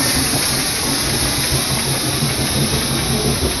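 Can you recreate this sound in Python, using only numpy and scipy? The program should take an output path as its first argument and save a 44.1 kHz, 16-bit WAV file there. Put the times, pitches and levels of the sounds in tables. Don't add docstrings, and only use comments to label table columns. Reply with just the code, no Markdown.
import sys
import numpy as np
from scipy import signal
from scipy.fft import rfft, irfft
from scipy.io import wavfile
from scipy.ndimage import map_coordinates

SR = 44100
rng = np.random.default_rng(int(sys.argv[2]) if len(sys.argv) > 2 else 0)


def unload_audio(sound):
    columns = np.transpose(np.atleast_2d(sound))
    steps = np.round(np.clip(columns, -1, 1) * 32767)
    wavfile.write(sys.argv[1], SR, steps.astype(np.int16))


N = 158760
TIME_S, BIN_HZ = np.arange(N) / SR, np.fft.rfftfreq(N, 1 / SR)
SIDE_ON_S = 3.1


def amp(db):
    return 10 ** (np.asarray(db) / 20)


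def unit(x):
    return x / np.sqrt(np.mean(x ** 2) + 1e-20)


def curve(points, column=1):
    rows = np.array(points)
    return np.interp(TIME_S, rows[:, 0], rows[:, column])


def colour(x, spectrum):
    freq_hz, gain_db = np.transpose(spectrum)
    bin_hz = np.fft.rfftfreq(len(x), 1 / SR)
    return irfft(rfft(x) * amp(np.interp(np.log(bin_hz + 1), np.log(freq_hz), gain_db)), len(x))


def noise(spectrum, size=N):
    return unit(colour(rng.standard_normal(size), spectrum))


def wander(rate_hz, size=N):
    bin_hz = np.fft.rfftfreq(size, 1 / SR)
    return unit(irfft(rfft(rng.standard_normal(size)) * np.exp(-(bin_hz / rate_hz) ** 2), size))


def add(mix, start_s, sound):
    part = mix[max(round(start_s * SR), 0):][:len(sound)]
    part += sound[:len(part)]


def burst(x, rise_s, length_s, fall_s):
    t = np.arange(len(x)) / SR
    attack = np.sin(np.pi / 2 * np.minimum(t / rise_s, 1)) ** 2
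    release = np.exp(-np.maximum(t - length_s + fall_s / 2, 0) / fall_s)
    x = x * attack * release
    return x / np.sqrt(np.sum(x ** 2) / SR / (length_s + fall_s))


def decay(t, t60_s):
    return np.exp(-np.log(1000) * t / t60_s)


def rough_tone(pitch_hz, width_hz, rough, size=N):
    cycles = np.cumsum(pitch_hz + width_hz / 2 * wander(34.3, size)) / SR + rng.random()
    return np.sin(2 * np.pi * cycles) * (1 + rough * wander(30, size))


def struck_mode(hits, pitch_hz, t60_s, size):
    t = np.arange(size) / SR
    ring = decay(t, t60_s) * np.sin(2 * np.pi * pitch_hz * t)
    return signal.oaconvolve(hits * rng.standard_normal(N), ring)[:N]


def street(x, tail_db=-5, t60_s=.45, echoes_per_s=1500, gap_s=.012):
    t = np.arange(SR // 2) / SR
    echoes = rng.standard_normal(len(t)) * (rng.random(len(t)) < echoes_per_s / SR)
    echoes *= (t > gap_s) * decay(t, t60_s)
    return x + amp(tail_db) * signal.oaconvolve(x, echoes / np.linalg.norm(echoes))[:N]


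# time_s, lag_s
ROAD_LAG = [(0, .0038), (.3, .0039), (.68, .0044), (1, .0048), (1.8, .0059), (3.6, .0067)]


def road_echo(x, start_gain=.34, fade_s=2.5):
    gain = start_gain * np.exp(-TIME_S / fade_s)
    echo = map_coordinates(x, [(TIME_S - curve(ROAD_LAG)) * SR], order=3, mode="reflect")
    return (x + gain * echo) / np.sqrt(1 + gain ** 2)


def midrange_dapple(x, depth_db=2.6, patch_hz=32, patch_s=.06, low_hz=500, top_hz=4500):
    frames = dict(fs=SR, nperseg=2048, noverlap=1536)
    hz, t, spectra = signal.stft(x, **frames)
    across, along = np.fft.fftfreq(len(hz), hz[1])[:, None], np.fft.fftfreq(len(t), t[1])
    blur = abs(across) * np.exp(-2 * np.pi ** 2 * ((across * patch_hz) ** 2 + (along * patch_s) ** 2))
    patches = unit(np.fft.ifft2(np.fft.fft2(rng.standard_normal(spectra.shape)) * blur).real)
    midrange = np.minimum(hz / low_hz, 1) / (1 + (hz / top_hz) ** 2)
    gain = amp(depth_db * midrange[:, None] * patches)
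    gain /= np.sqrt(np.mean(gain ** 2, axis=1, keepdims=True))
    return signal.istft(spectra * gain, **frames)[1][:N]


# freq_hz, gain_db
ROLL_SPECTRUM = [(15, -31), (35, -10.5), (65, 2), (110, 4), (180, 0.5), (270, 1.5), (480, -8), (750, -6.5),
                 (1200, -15.5), (2500, -17), (6000, -71)]
REAR_SPECTRUM = [(15, -34), (36, 2), (65, 19), (110, -7), (300, -50)]
# time_s, level_db
ROLL_LEVELS = [(0, -22.5), (.4, -24), (.75, -25.5), (1.2, -24), (1.8, -26), (2.3, -23), (2.7, -24),
               (3.2, -22.5), (3.6, -25.5)]


def wheels(lump_db=2, lump_rate_hz=18, bass_hz=160, rear_pass_s=3.4, rear_span_s=.43):
    roll = noise(ROLL_SPECTRUM)
    bass = irfft(rfft(roll) / (1 + (BIN_HZ / bass_hz) ** 4), N)
    roll = roll - bass + bass * amp(lump_db * wander(lump_rate_hz))
    rear_gain = amp(-23) / (1.5 + ((TIME_S - rear_pass_s) / rear_span_s) ** 2)
    return roll * amp(curve(ROLL_LEVELS)) + rear_gain * noise(REAR_SPECTRUM)


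# pitch_hz, gain_db, t60_s
GEAR_RESONANCES = [(228.3, -3, 0.22), (341, -3.5, 0.22), (371, -2, 0.13), (439.4, -3.5, 0.19),
                   (514.5, -4, 0.19), (577, -10, 0.11), (683, -9.5, 0.043), (874, -22, 0.033),
                   (1180, -0.5, 0.052), (1610, -36, 0.034)]
# time_s, level_db
GEAR_LEVELS = [(0, -36.5), (1.5, -41.5), (2.4, -36), (2.9, -33), (3.3, -29.5), (3.6, -33.5)]


def gears(knocks_per_s=130, accent_db=0):
    knocks = rng.random(N) < knocks_per_s / SR
    knocks = knocks * amp(accent_db * np.minimum(rng.exponential(1, N), 2))
    out = np.zeros(N)
    for pitch_hz, gain_db, t60_s in GEAR_RESONANCES:
        out += amp(gain_db) * unit(struck_mode(knocks, pitch_hz, t60_s, SR // 2))
    return unit(out) * amp(curve(GEAR_LEVELS))


# pitch_hz, gain_db, t60_s
ROD_RESONANCES = [(517, -3, 0.11), (634, 1, 0.064), (760, -1, 0.075), (830, -4, 0.073), (928, -2, 0.083),
                  (1080, -3.5, 0.1), (1250, -5, 0.06), (1390, -7, 0.059), (1640, -9, .07), (2154, -4, .06)]
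# time_s, level_db
RATTLE_LEVELS = [(0, -44), (.9, -37.5), (1.3, -38), (2.1, -36.5), (2.6, -44), (3.6, -49)]
# start_s, level_db
BEARING_CLACKS = [(0.002,-26), (.828,-29.5), (1.25,-30), (1.70,-30.5), (1.768,-30.5), (1.94,-32),
                  (2.73,-30), (2.97,-33), (3.452,-32)]


def rods(taps_per_s=70, detune=.05):
    t, clacks, rattle = np.arange(SR // 4) / SR, np.zeros(N), np.zeros(N)
    taps = rng.random(N) < taps_per_s / SR
    for pitch_hz, gain_db, t60_s in ROD_RESONANCES:
        rattle += amp(gain_db) * struck_mode(taps, pitch_hz, t60_s, len(t))
    for start_s, level_db in BEARING_CLACKS:
        ring = np.zeros(len(t))
        for pitch_hz, gain_db, t60_s in ROD_RESONANCES:
            detuned_hz = pitch_hz * (1 + detune * rng.uniform(-1, 1))
            tone = rough_tone(detuned_hz, width_hz=8.9, rough=.3, size=len(t))
            ring += amp(gain_db) * decay(t, t60_s) * tone
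        add(clacks, start_s, amp(level_db) * burst(ring, rise_s=.005, length_s=.02, fall_s=.025))
    return clacks + unit(rattle) * amp(curve(RATTLE_LEVELS))


# start_s, length_s, pitch_hz, level_db
BODY_NOTES = [(0, .025, 275, -26), (.16, .075, 260, -25), (.325, .045, 277, -28.5), (.585, .03, 265, -29),
              (.865, .07, 275, -29), (1.25, .11, 282, -30), (1.54, .05, 308, -30), (1.76, .05, 232, -28),
              (2.025, .05, 305, -26), (2.14, .1, 392, -32), (2.21, .04, 230, -25), (2.56, .11, 218, -23.5),
              (2.72, .05, 442, -27), (2.725, .04, 230, -26), (2.88, .09, 220, -29), (2.92, .08, 332, -30),
              (3.12, .17, 430, -28.5), (3.27, .05, 222, -23), (3.412, .06, 377, -24)]


def iron_body():
    out = np.zeros(N)
    for start_s, length_s, pitch_hz, level_db in BODY_NOTES:
        tone = rough_tone(pitch_hz, width_hz=8.9, rough=.12, size=SR // 2)
        add(out, start_s, amp(level_db) * burst(tone, rise_s=.0066, length_s=length_s, fall_s=.043))
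    return out


# time_s, lower_db, upper_db
WHISTLE_LEVELS = [(0, -49, -35), (.9, -44, -34.5), (1.5, -34, -34), (2.2, -34.5, -39), (2.55, -34, -35),
                  (3.1, -36, -39), (3.6, -47, -40)]


def leak_whistles(pitches_hz=(3790, 5210), width_hz=170, drift_hz=75, swell_db=2):
    out = np.zeros(N)
    for column, pitch_hz in enumerate(pitches_hz, 1):
        phase = 2 * np.pi * np.cumsum(pitch_hz + drift_hz * wander(rate_hz=4)) / SR
        breath = unit(wander(width_hz) * np.cos(phase) + wander(width_hz) * np.sin(phase))
        out += breath * amp(curve(WHISTLE_LEVELS, column) + swell_db * wander(rate_hz=6))
    return out


# freq_hz, gain_db
LEAK_AHEAD = [(300, -13.5), (800, -8), (1350, -6.5), (1800, -3), (2400, -6), (2900, -12), (3300, -12),
              (3750, -4.5), (4100, -3.5), (4500, -1), (5250, -0.5), (6200, -5.5), (9000, -4), (10200, -0.5),
              (11600, -4)]
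LEAK_SIDE = [(300, -3), (800, -7), (1350, -4.5), (1800, -6.5), (2400, -3.5), (2900, -7.5), (3300, -3.5),
             (3750, 1.5), (4100, 0), (4500, -2.5), (5250, 2), (6100, -3.5), (6700, -17.5), (8600, -28),
             (9200, -3.5), (10200, 0.5), (11600, -3.5)]
# time_s, hiss_gain_db, fizz_gain_db
LEAK_GAINS = [(0, -19.8, -22), (.09, -18.8, -20.3), (.2, -21, -23.5), (.33, -21, -22.5),
              (.48, -20.3, -21.5), (.62, -21.3, -23.5), (.78, -22.5, -25), (.97, -21.3, -23.3),
              (1.09, -22.3, -24.5), (1.25, -21.8, -22.7), (1.41, -22.4, -24.3), (1.56, -22.3, -23.6),
              (1.82, -24.2, -24.3), (2.18, -24.5, -25), (2.38, -24.8, -25.5), (2.52, -23.5, -24.8),
              (2.63, -24.2, -26.3), (2.76, -23.2, -25.3), (2.9, -25, -26), (3.3, -25, -26.3),
              (3.6, -25.8, -27.4)]


def leak(hiss_db=1.5, fizz_db=2, split_hz=7800, flutter_hz=42, hiss_flutter_db=.5, fizz_flutter_db=1.09):
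    side = np.clip(TIME_S / SIDE_ON_S, 0, 1)
    jet = np.sqrt(1 - side) * noise(LEAK_AHEAD) + np.sqrt(side) * noise(LEAK_SIDE)
    top = irfft(rfft(jet) * (BIN_HZ > split_hz), N)
    fizz = unit(top) * amp(fizz_db + curve(LEAK_GAINS, 2) + fizz_flutter_db * wander(flutter_hz))
    hiss = unit(jet - top) * amp(hiss_db + curve(LEAK_GAINS) + hiss_flutter_db * wander(flutter_hz))
    return hiss + fizz


# freq_hz, gain_db
SPIT_SPECTRUM = [(500, -21), (900, -5), (1250, 4.5), (1700, 11), (2400, 10.5), (3000, 3), (5500, -13),
                 (9000, -45)]
# start_s, gain_db
STEAM_SPITS = [(.088,-30), (.255,-32), (.42,-28), (.584,-29.5), (.756,-31), (.927,-33), (1.089,-32),
               (1.26,-30.5), (1.432,-28.5), (1.604,-35), (1.782,-28.5), (1.951,-33), (2.125,-33),
               (2.286,-29.5), (2.464,-31.5), (2.635,-36), (2.807,-31), (2.978,-30), (3.156,-37),
               (3.345,-35), (3.509,-31.5)]


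def spits(base_db=1.5):
    out = np.zeros(N)
    for start_s, gain_db in STEAM_SPITS:
        spit = burst(noise(SPIT_SPECTRUM, SR // 10), rise_s=.006, length_s=.024, fall_s=.022)
        add(out, start_s, amp(base_db + gain_db) * spit)
    return out


# freq_hz, gain_db
RUSH_AHEAD = [(100, -23), (195, -30), (235, 1), (278, 3), (320, -4.5), (385, -4.5), (500, -13.5),
              (800, -9.5), (1300, -33), (4000, -33)]
RUSH_SIDE = [(100, -23), (180, -11.5), (218, -4), (260, -4), (320, -3.5), (385, 0), (500, -10.5),
             (800, -20.5), (1300, -32), (4000, -56)]
# start_s, length_s, thump_db, tone_db, rush_db
EXHAUST_CHUFFS = [(0.0,0.069,-54,-23.5,-33.5), (0.151,0.085,-23,-29,-28), (0.328,0.05,-28,-26,-24),
                  (0.492,0.095,-31,-26,-29), (0.67,0.059,-47,-35,-50), (0.844,0.097,-33,-30,-24),
                  (1.027,0.14,-29,-27,-27), (1.202,0.12,-25.5,-26.5,-29.5), (1.369,0.035,-25.5,-25.5,-31.5),
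                  (1.515,0.06,-21.5,-20,-26), (1.694,0.064,-27,-24,-30.5), (1.863,0.092,-35,-23,-26),
                  (2.029,0.16,-41,-27.5,-30.5), (2.208,0.052,-37,-18.5,-30), (2.374,0.1,-29,-23,-27),
                  (2.547,0.095,-30,-18.5,-26), (2.717,0.062,-21,-23,-29.5), (2.893,0.081,-35,-22.5,-30.5),
                  (3.074,0.12,-30,-21.5,-30), (3.24,0.093,-28,-22,-22.5), (3.418,0.061,-24,-27,-23.5)]


def exhaust(thump_hz=72.7, chimney_hz=135, overtone_hz=226, overtone_db=-6, rise_s=.009, fall_s=.02):
    thump_power, tone_power, rush = np.zeros((3, N))
    flat = np.ones(SR // 2)
    for start_s, length_s, thump_db, tone_db, rush_db in EXHAUST_CHUFFS:
        pulse = burst(flat, rise_s, .64 * length_s, fall_s)
        add(thump_power, start_s, (amp(thump_db) * pulse) ** 2)
        swell = burst(flat, rise_s=.028, length_s=length_s, fall_s=.038)
        add(tone_power, start_s, (amp(tone_db) * swell) ** 2)
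        side = min(start_s / SIDE_ON_S, 1) ** 2
        steam = np.sqrt(1 - side) * noise(RUSH_AHEAD, len(flat))
        steam += np.sqrt(side) * noise(RUSH_SIDE, len(flat))
        add(rush, start_s, amp(rush_db) * burst(steam, rise_s, length_s, fall_s))
    chimney = unit(rough_tone(chimney_hz, width_hz=9, rough=.2))
    overtone = unit(rough_tone(overtone_hz, width_hz=9, rough=.22))
    chimney += np.clip(TIME_S / SIDE_ON_S, 0, 1) ** 2 * amp(overtone_db) * overtone
    thump = unit(rough_tone(thump_hz, width_hz=14.2, rough=.25))
    return np.sqrt(thump_power) * thump + np.sqrt(tone_power) * chimney + street(rush)


def scene():
    engine = exhaust() + iron_body() + leak_whistles()
    machinery = street(gears() + rods())
    steam = road_echo(leak() + spits())
    return (engine + midrange_dapple(machinery + steam + wheels()))[None]


# freq_hz, gain_db
TREBLE_NOTCH_EQ = [(20, -2.5), (6350, -1), (6800, -8.5), (7050, -63), (8300, -64), (8600, -10.5), (9100, 2),
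                   (11600, 3)]


def record(dry, cutoff_hz=11850):
    lowpass = signal.firwin(401, cutoff_hz, window=("kaiser", 9), fs=SR)
    return np.array([signal.oaconvolve(colour(x, TREBLE_NOTCH_EQ), lowpass, "same") for x in dry])


dry = scene()
out = record(dry)
unload_audio(out)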